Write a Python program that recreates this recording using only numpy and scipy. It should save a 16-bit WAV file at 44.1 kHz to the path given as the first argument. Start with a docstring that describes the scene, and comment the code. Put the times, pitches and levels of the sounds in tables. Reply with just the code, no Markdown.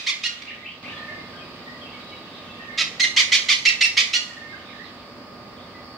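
"""A garden, where a hornbill cackles from a tree and snaps its bill once. Its voice is a source and a
filter: membrane pulses, shaped by throat and bill, form short arched notes that jitter, carry
subharmonics or lock into a high whistle. Walls reflect the calls and trees scatter them. Far songbirds
whistle, something hoots low, leaves rustle, insects sing and a pump hums over traffic, under a thin
high whine. Automatic gain control turns everything down while the bird is loud."""
import sys
import numpy as np
from scipy import signal
from scipy.fft import rfft, irfft, next_fast_len
from scipy.io import wavfile
from scipy.ndimage import uniform_filter1d, map_coordinates

SR = 44100
rng = np.random.default_rng(int(sys.argv[2]) if len(sys.argv) > 2 else 0)


def unload_audio(sound):
    """Save the sound as a 16-bit wav file, at the path given as the first command line argument."""
    columns = np.transpose(np.atleast_2d(sound))
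    # keep every value between -1 and 1, then stretch to whole-number steps
    steps = np.round(np.clip(columns, -1, 1) * 32767)
    wavfile.write(sys.argv[1], SR, steps.astype(np.int16))


N = 263277
LEAD = 8820  # samples of room for notes that begin before time zero

# Cackle notes and one short bill snap (the 9 ms row at 0.418 s): start_s, length_s, rise_s, start_hz,
# top_hz, end_hz, first_peak_db, second_peak_db, top_roughness, pulses_per_beat, undertone_gain,
# tilt_db_per_octave
NOTES_AND_BILL_SNAP = [ (-.11, 0.065, 0.021, 1104, 1322, 1224, -17, -25.5, 0.11, 2, 0.25, 0),
                       (.063, 0.055, 0.022, 944, 1255, 1022, -21.5, -22, 0.15, 2, 0.098, -2),
                       (.23, 0.051, 0.021, 1158, 1447, 1395, -25, -23, 0.24, 3, 0.53, -1.5),
                       (0.418, 0.009, 0.0041, 1160, 1170, 1140, -34, -32, 0.36, 2, 0.14, -11),
                       (2.774, .058, 0.023, 1147, 1379, 1225, -20.5, -19.5, 0.48, 2, 0.49, -2.5),
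                       (2.995, 0.065, 0.022, 1939, 2045, 1900, -16, -15.5, 0.65, 2, 0.51, -1),
                       (3.162, .064, 0.024, 923, 1277, 966, -12.5, -14, 0.16, 2, 0.44, -0.5),
                       (3.317, .057, 0.021, 975, 1265, 996, -11, -13.5, 0.09, 2, 0.68, 0.5),
                       (3.484, .061, 0.02165, 960, 1260, 983, -11.5, -13.5, 0.14, 2, 0.27, -0.5),
                       (3.65, 0.065, 0.02, 1983, 2484, 1870, -10.5, -16.5, 0.47, 2, .3, -2),
                       (3.806, 0.065, 0.022, 1986, 2453, 1881, -10.5, -15, 0.47, 2, 0.33, -0.5),
                       (3.967, 0.062, .022, 988.4, 1276, 990, -10, -15, 0.28, 2, 0.53, -1.5),
                       (4.13, .049, 0.018, 1270, 1456, 1421, -15, -16, 0.3, 3, 0.54, 0.5), ]
# Resonance of throat and bill: frequency_hz, gain_db
VOCAL_TRACT = [(500, -34.5), (1150, -25.5), (1700, -14.5), (2000, -2.5), (2350, -5), (3000, -4), (4300, -6),
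               (5600, -10), (6800, -15.5), (7900, -26.5), (13500, -47), (15000, -61)]
def hornbill():
    """Source and filter: notes pass through the vocal tract and echo; the snap is made the same way."""
    track, tract = np.zeros((2, N + LEAD)), minimum_phase(VOCAL_TRACT)
    for *shape, pulses_per_beat, undertone, tilt_db in NOTES_AND_BILL_SNAP:
        sound = membrane_voice(gesture(*shape, undertone), pulses_per_beat, tilt_db, tract)
        add(track, echoes(sound, tail_db=-4.5, walls_db=2, decay_stretch=1.31), shape[0])
    return track[:, LEAD:] * amp([[-1.8], [1.8]])  # a little to the right


def membrane_voice(contours, pulses_per_beat, tilt_db, tract):
    """Subharmonic vibration: a beat every few pulses adds spectral lines between the harmonics."""
    t, hz, db, rough, undertone = contours
    size, beat = len(t), 1 / pulses_per_beat
    noise_share = np.clip(rough, 0, 1) ** 1.4
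    jitter = (.005 + .03 * noise_share) * wobble(700, size)
    hz = uniform_filter1d(hz, 90) * (1 + jitter)
    phase = 2 * np.pi * np.cumsum(hz) / SR
    harmonics = np.arange(1, 15)[:, None]
    orders = np.vstack([harmonics, harmonics - 1 + beat])
    strength = np.where(orders % 1 == 0, 1, undertone) * (orders * hz < 15000)
    strength *= amp(tilt_db * np.log2(orders * hz / 2500))
    spread = rng.normal(0, 1, (len(orders), 1))  # scattered phases draw each pulse out
    strength *= amp(1.2 * np.array([wobble(90, size) for _ in orders]))  # each line flickers on its own
    pulses = np.sum(strength * np.cos(orders * phase + spread), axis=0)
    pulses *= amp(1.4 * noise_share * wobble(506, size))
    leak = .25 + (.5 + .5 * np.cos(beat * phase)) ** 2  # air escapes once a beat
    breath = rng.standard_normal(size) * leak
    voiced = [signal.fftconvolve(x, tract)[:size] for x in (pulses, breath)]
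    pulses, breath = [x / np.sqrt(np.abs(uniform_filter1d(x ** 2, 260)) + 1e-12) for x in voiced]  # rms 1
    fade = np.clip((t - t[0]) / .0038, 0, 1) * np.clip((t[-1] - t) / .0099, 0, 1)
    return amp(db) * fade * (np.sqrt(1 - noise_share) * pulses + np.sqrt(noise_share) * breath)


# Vocal effort: peaks at attack (share of the rise) and swell (share of the fall);
# dips of onset_db, top_db, end_db
VOCAL_EFFORT = dict(attack=.48, swell=.45, onset_db=-10, top_db=-2, end_db=-9)
# Whistles where the pulses lock: start_s, end_s, pitch_hz, level_db
MODE_LOCKS = [(3.01, 3.04, 2120, -17.5), (3.669, 3.687, 2710, -13.5), (3.827, 3.85, 2730, -14)]
def gesture(start_s, length_s, rise_s, start_hz, top_hz, end_hz, first_db, second_db, rough, undertone):
    """Pitch is pulse rate: it arches while effort peaks twice; mode locking clears it to a whistle."""
    t = np.arange(start_s, start_s + length_s + .0045, 1 / SR)
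    age, fall_s, rounding_s = t - start_s, length_s - rise_s, .0039
    rising = start_hz + (top_hz - start_hz) * np.abs(age / rise_s) ** 1.343
    falling = np.interp(age, [rise_s, rise_s + .75 * fall_s], [top_hz, end_hz])
    hz = uniform_filter1d(np.where(age < rise_s, rising, falling), round(rounding_s * SR))
    effort = VOCAL_EFFORT
    knots = [0, effort["attack"] * rise_s, rise_s, rise_s + effort["swell"] * fall_s, length_s]
    onset_db, end_db = first_db + effort["onset_db"], second_db + effort["end_db"]
    top_db = (first_db + second_db) / 2 + effort["top_db"]
    db = np.interp(age, knots, [onset_db, first_db, top_db, second_db, end_db])
    rough = np.interp(age, knots, [.8, rough + .2, rough, rough + .06, .55])
    undertone = np.interp(age - rise_s, [-rounding_s, 0], [.083, undertone])  # weak until the top
    contours = hz, db, rough, undertone
    for on_s, off_s, lock_hz, lock_db in MODE_LOCKS:
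        blend = np.clip(np.minimum(t - on_s, off_s - t) / .003 + .5, 0, 1)
        locked = lock_hz - 1500 * (t - on_s), lock_db, .04, .1  # the pitch sags 1500 Hz a second
        contours = [(1 - blend) * free + blend * held for free, held in zip(contours, locked)]
    return t, *contours


# Two-note songbird phrase: offset_s, length_s, start_hz, end_hz, relative_db
SONG_PHRASE = [(0, 0.185, 1824, 1803, -1), (0.111, 0.145, 2118, 2102, -4.5)]
# Its repeats: start_s, level_db, left_minus_right_db
PHRASE_REPEATS = [(0.966, -38, -2.5), (2.585, -40.5, -5.5), (4.301, -38.5, -3.5)]
# Single whistles: start_s, length_s, start_hz, middle_hz, end_hz, level_db, left_minus_right_db
FAR_WHISTLES = [ (.885, 0.062, 1796, 1780, 1810, -43.5, -5), (1.33, 0.034, 1590, 1570, 1610, -45, -1),
                (1.658, 0.087, 1885, 1902, 1934, -41.5, 0), (1.929, 0.04, 2270, 2240, 2190, -44, -4),
                (1.996, 0.23, 3870, 3900, 3860, -49.5, -1), (2.116, 0.042, 2280, 2253, 2210, -45.5, -2),
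                (2.239, 0.23, 3750, 3730, 3580, -55.5, 4), (2.462, 0.22, 2670, 2700, 2600, -50.5, -1),
                (2.507, 0.08, 3650, 3650, 3600, -60, -5), (4.525, 0.034, 1620, 1587, 1460, -47.5, -28),
                (4.679, 0.16, 2560, 1746, 2297, -44, -10.5), (5.74, 0.031, 1960, 1992, 1840, -45.5, -4)]
# Chirps and hoarse squawks: start_s, length_s, start_hz, end_hz, level_db, left_minus_right_db
FAR_CHIRPS = [(.56, 0.094, 1876, 2004, -46, -6), (1.37, 0.03, 3300, 3060, -47.5, 10),
              (1.402, 0.033, 2665, 2490, -46, 6), (1.81, 0.047, 3210, 3200, -42, 1),
              (1.847, 0.058, 2570, 2780, -49.5, -11)]
FAR_SQUAWKS = [(.459, 0.062, 2294, 2226, -38, -3), (.471, 0.057, 2620, 2870, -38, -1),
               (.639, 0.056, 2293, 2793, -37, 2), (.651, 0.078, 2710, 3080, -41.5, -5),
               (.833, .075, 2430, 2830, -37.5, 1), (.917, 0.077, 3030, 3970, -45, 2),
               (1.9, 0.069, 3000, 3200, -48, 0), (2.05, 0.11, 3300, 3000, -50, -3),
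               (2.3, 0.103, 3700, 3600, -49, -2), (2.45, 0.074, 3530, 3500, -49.5, 0),
               (4.655, 0.067, 3540, 3773, -51, -11), (4.835, 0.041, 3750, 3800, -47, -8),
               (5.56, 0.09, 3350, 3630, -51.5, -2)]
# Low hoots: start_s, level_db
HOOTS = [(1.07, -46), (5.235, -50), (5.502, -56)]
HOOT_HZ, HOOT_S = 607, .085
def far_calls():
    """Random frequency modulation: the wider a tone's pitch shakes, the hoarser the call."""
    track = np.zeros((2, N + LEAD))
    phrases = [(start_s + offset_s, length_s, start_hz, end_hz, db + relative_db, pan_db)
               for start_s, db, pan_db in PHRASE_REPEATS
               for offset_s, length_s, start_hz, end_hz, relative_db in SONG_PHRASE]
    hoots = [(start_s, HOOT_S, HOOT_HZ, HOOT_HZ, db, -4) for start_s, db in HOOTS]
    for calls, shake_hz in [(glides(phrases), 14), (FAR_WHISTLES, 14), (glides(FAR_CHIRPS), 65),
                            (glides(FAR_SQUAWKS), 200), (glides(hoots), 0)]:
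        for start_s, *call in calls:
            add(track, far_tone(*call, shake_hz), start_s)
    return track[:, LEAD:]


def glides(calls):
    """Linear sweep: each call gains a middle pitch halfway between its ends."""
    return [(start_s, length_s, start_hz, (start_hz + end_hz) / 2, end_hz, db, pan_db)
            for start_s, length_s, start_hz, end_hz, db, pan_db in calls]


def far_tone(length_s, start_hz, middle_hz, end_hz, db, pan_db, shake_hz):
    """Reverberant field: a far tone, bent through three pitches, arrives mostly as echoes."""
    u = np.linspace(-1, 1, round(length_s * SR))
    hz = middle_hz + (end_hz - start_hz) / 2 * u + ((start_hz + end_hz) / 2 - middle_hz) * u ** 2
    hz += (.0074 * middle_hz + shake_hz) * wobble(202.6, len(u))
    envelope = amp(4 * wobble(45, len(u))) * (1 - u ** 8)
    tone = envelope * np.sin(2 * np.pi * np.cumsum(hz) / SR)
    far = echoes(tone, tail_db=4.5, walls_db=6, decay_stretch=1, size=14000)
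    far *= np.sqrt(len(u)) / np.linalg.norm(far, axis=1, keepdims=True)
    return far * amp([[db + pan_db / 2], [db - pan_db / 2]])


# Reverberation among the trees, before decay_stretch: frequency_hz, t60_s
TREE_DECAY = [(800, 1), (2500, 0.42), (6000, 0.43), (12000, 0.73)]
# Wall reflections, before walls_db: delay_s, left_db, right_db
WALL_ECHOES = [(.003, -2.5, -6), (.012, -15, -5.5), (.031, -7, -7.5), (.05, -17, -17.5),
               (.068, -15.5, -15.5)]
def echoes(x, tail_db, walls_db, decay_stretch, size=24000):
    """Reflection and scattering: walls return distinct echoes, foliage an exponentially dying tail."""
    hz, t, noise = signal.stft(rng.standard_normal((2, size)), SR, nperseg=256)
    t60_s = decay_stretch * along(TREE_DECAY, hz)[:, None]
    response = signal.istft(noise * amp(-60 * t / t60_s), SR, nperseg=256)[1]
    response *= 1 - np.exp(-np.arange(response.shape[1]) / SR / .012)  # scatter builds up
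    response *= amp(tail_db) / np.linalg.norm(response[0])
    for delay_s, left_db, right_db in WALL_ECHOES:
        arrival = round(delay_s * SR) + rng.integers(0, 40, size=2)
        response[[0, 1], arrival] += amp([left_db + walls_db, right_db + walls_db])
    response[:, 0] = 1  # direct sound
    return signal.fftconvolve(x[None], response, axes=1)


# Pump tones: shaft_order, level_re_traffic_db
PUMP_ORDERS = [(2, -18.5), (3, -77), (5, -12), (6, -60), (12, -15.5), (22, -19), (23, -15), (24, -18.5),
               (25, -9.5), (26, -20.5)]
SHAFT_HZ = 48.9
def pump():
    """Rotating machinery: tones lie at whole multiples of a slightly wandering shaft rate."""
    angle = 2 * np.pi * SHAFT_HZ * np.cumsum(1 + .0007 * wobble(3)) / SR
    hum = sum(amp(db + 3 + 1.5 * wobble(6)) * np.sin(order * angle + rng.uniform(0, 2 * np.pi))
              for order, db in PUMP_ORDERS)  # a sine peaks 3 dB above its rms
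    return hum * amp([[-1.2], [1.2]])


# Distant traffic and air: frequency_hz, density_db
TRAFFIC_SPECTRUM = [(18, -38), (30, -16.5), (229, -4), (424, -9), (577, -8.5), (640, -9.5), (1190, -14.5),
                    (1380, -16), (1610, -16), (1930, -16), (2500, -21), (3970, -27.5), (4750, -18.5),
                    (5990, -35), (14000, -47)]
# Level of traffic and pump together: time_s, level_db
TRAFFIC_LEVEL = [(0, -53.5), (.5, -48), (.826, -48.5), (.829, -42), (1.56, -43), (5.97, -43)]
def traffic_and_pump():
    """Tones over broadband noise: hum and rumble share one level, which steps up early on."""
    return envelope_gain(TRAFFIC_LEVEL) * (pump() + diffuse_noise(TRAFFIC_SPECTRUM, patchy_db=.34))


# Rustle: frequency_hz, density_db
LEAF_SPECTRUM = [(900, -24), (1600, -14), (2500, -9.5), (3800, -9), (5200, -22.5), (8000, -35.5),
                 (13000, -55)]
# Its course: time_s, level_db
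LEAF_LEVEL = [(0, -40.5), (0.43, -42.5), (.826, -50.5), (.829, -42.5), (1.52, -48.5), (1.7, -47),
              (2.17, -46.5), (3.2, -45.5), (4.65, -44.5), (4.877, -47), (5.33, -57), (7.7, -36),
              (5.84, -72)]
def leaves():
    """Incoherent summation: countless leaf contacts merge into a patchy hiss."""
    return envelope_gain(LEAF_LEVEL) * diffuse_noise(LEAF_SPECTRUM, patchy_db=1.8)


# Insect chorus: frequency_hz, density_db
INSECT_SPECTRUM = [(4100, -14), (4500, 1.5), (4850, -3.5), (5150, -4), (5600, -35)]
# Its course: time_s, level_db
INSECT_LEVEL = [(0, -45), (0.45, -65), (.83, -55), (1.4, -51), (2.2, -52.5), (2.7, -64), (4.25, -50.5),
                (5.4, -54), (6.6, -59), (5.84, -48.5)]
def insects():
    """Narrowband noise: many singers near one pitch blur into a single band."""
    return envelope_gain(INSECT_LEVEL) * diffuse_noise(INSECT_SPECTRUM, patchy_db=1.1)


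def whine(pitch_hz=15569):
    """Pure tone: faint and high, stronger on the left and in antiphase on the right."""
    return amp(-63) * np.sin(2 * np.pi * pitch_hz * np.arange(N) / SR) * np.array([[1.1], [-.3]])


# Likeness of the two channels: frequency_hz, correlation
COHERENCE = [(60, 0.97), (180, 0.93), (550, 0.913), (1650, 0.22), (4970, -0.26), (15000, -0.039)]
# Their balance: frequency_hz, left_minus_right_db
BALANCE = [(60, 0), (240, -2), (950, -2), (3770, -2.5), (15000, 0.5)]
def diffuse_noise(spectrum, patchy_db):
    """Spatial coherence: patchy stereo noise of rms 1, alike in both channels at long wavelengths."""
    def mid_side_gains(hz):
        angle = np.arccos(np.clip(along(COHERENCE, hz), -1, 1)) / 2
        return amp(along(spectrum, hz)) * [np.cos(angle), np.sin(angle)]

    cells = signal.stft(rng.standard_normal((2, N)), nperseg=512)[2]
    patches = uniform_filter1d(rng.standard_normal(cells.shape[1:]), 6, axis=0)  # across frequency
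    patches = uniform_filter1d(patches, 12, axis=1)  # across time
    noise = signal.istft(cells * amp(patchy_db * unit(patches)), nperseg=512)[1][:, :N]
    mid, side = filtered(noise, mid_side_gains)
    stereo = np.array([mid + side, mid - side])
    return unit(filtered(stereo, lambda hz: amp(along(BALANCE, hz) * [[.5], [-.5]])))


def amp(db):
    """Decibels as an amplitude ratio."""
    return 10 ** (np.asarray(db) / 20)


def unit(x):
    """Normalisation to rms 1."""
    return x / np.sqrt(np.mean(x ** 2) + 1e-20)


def along(points, hz):
    """Interpolation of (frequency_hz, value) points on a log frequency axis."""
    knots_hz, values = np.transpose(points)
    return np.interp(np.log(hz + 1), np.log(knots_hz + 1), values)


def envelope_gain(points):
    """Interpolation of (time_s, level_db) points to one gain per sample."""
    return amp(np.interp(np.arange(N) / SR, *np.transpose(points)))


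def wobble(rate_hz, size=N):
    """Smooth random modulation: a spline through rate_hz knots a second."""
    knots = rng.standard_normal(int(size * rate_hz / SR) + 4)
    return map_coordinates(knots, [np.arange(size) * rate_hz / SR])


def filtered(x, response):
    """Linear filtering: the spectrum of x times a frequency response."""
    size = next_fast_len(N + 8192)
    return irfft(rfft(x, size) * response(np.fft.rfftfreq(size, 1 / SR)), size)[..., :N]


def minimum_phase(points, size=1024):
    """Causal impulse response of (frequency_hz, gain_db) points, by folding the cepstrum."""
    magnitude = amp(along(points, np.fft.rfftfreq(size, 1 / SR)))
    cepstrum = irfft(np.log(magnitude + 1e-6), size)
    cepstrum[1:size // 2] *= 2
    cepstrum[size // 2 + 1:] = 0
    return irfft(np.exp(rfft(cepstrum)), size)


def add(track, sound, start_s):
    """Superposition of a sound on a track that begins LEAD samples early."""
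    part = track[:, LEAD + round(start_s * SR):][:, :sound.shape[1]]
    part += sound[:, :part.shape[1]]


def scene():
    """Superposition: the pressures of all sources add at the microphone."""
    return hornbill() + far_calls() + traffic_and_pump() + leaves() + insects() + whine()


def record(dry):
    """Automatic gain control: gain falls as running power rises; soft clipping and a band limit follow."""
    memory_s, knee_db, bass_cut_hz, top_hz = .35, -20, 46, 15800
    pole = np.exp(-1 / (memory_s * SR))
    initial = [amp(-42) ** 2]  # the bird is already calling
    power = signal.lfilter([1 - pole], [1, -pole], np.mean(dry ** 2, axis=0), zi=initial)[0]
    levelled = dry * (1 + power / amp(knee_db) ** 2) ** -.3
    rounded = levelled / (1 + np.abs(levelled) ** 6) ** (1 / 6)  # the preamp rounds the highest peaks
    return filtered(rounded, lambda hz: (hz < top_hz) / np.sqrt(1 + (bass_cut_hz / (hz + 1)) ** 10))


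dry = scene()
out = record(dry)
unload_audio(out)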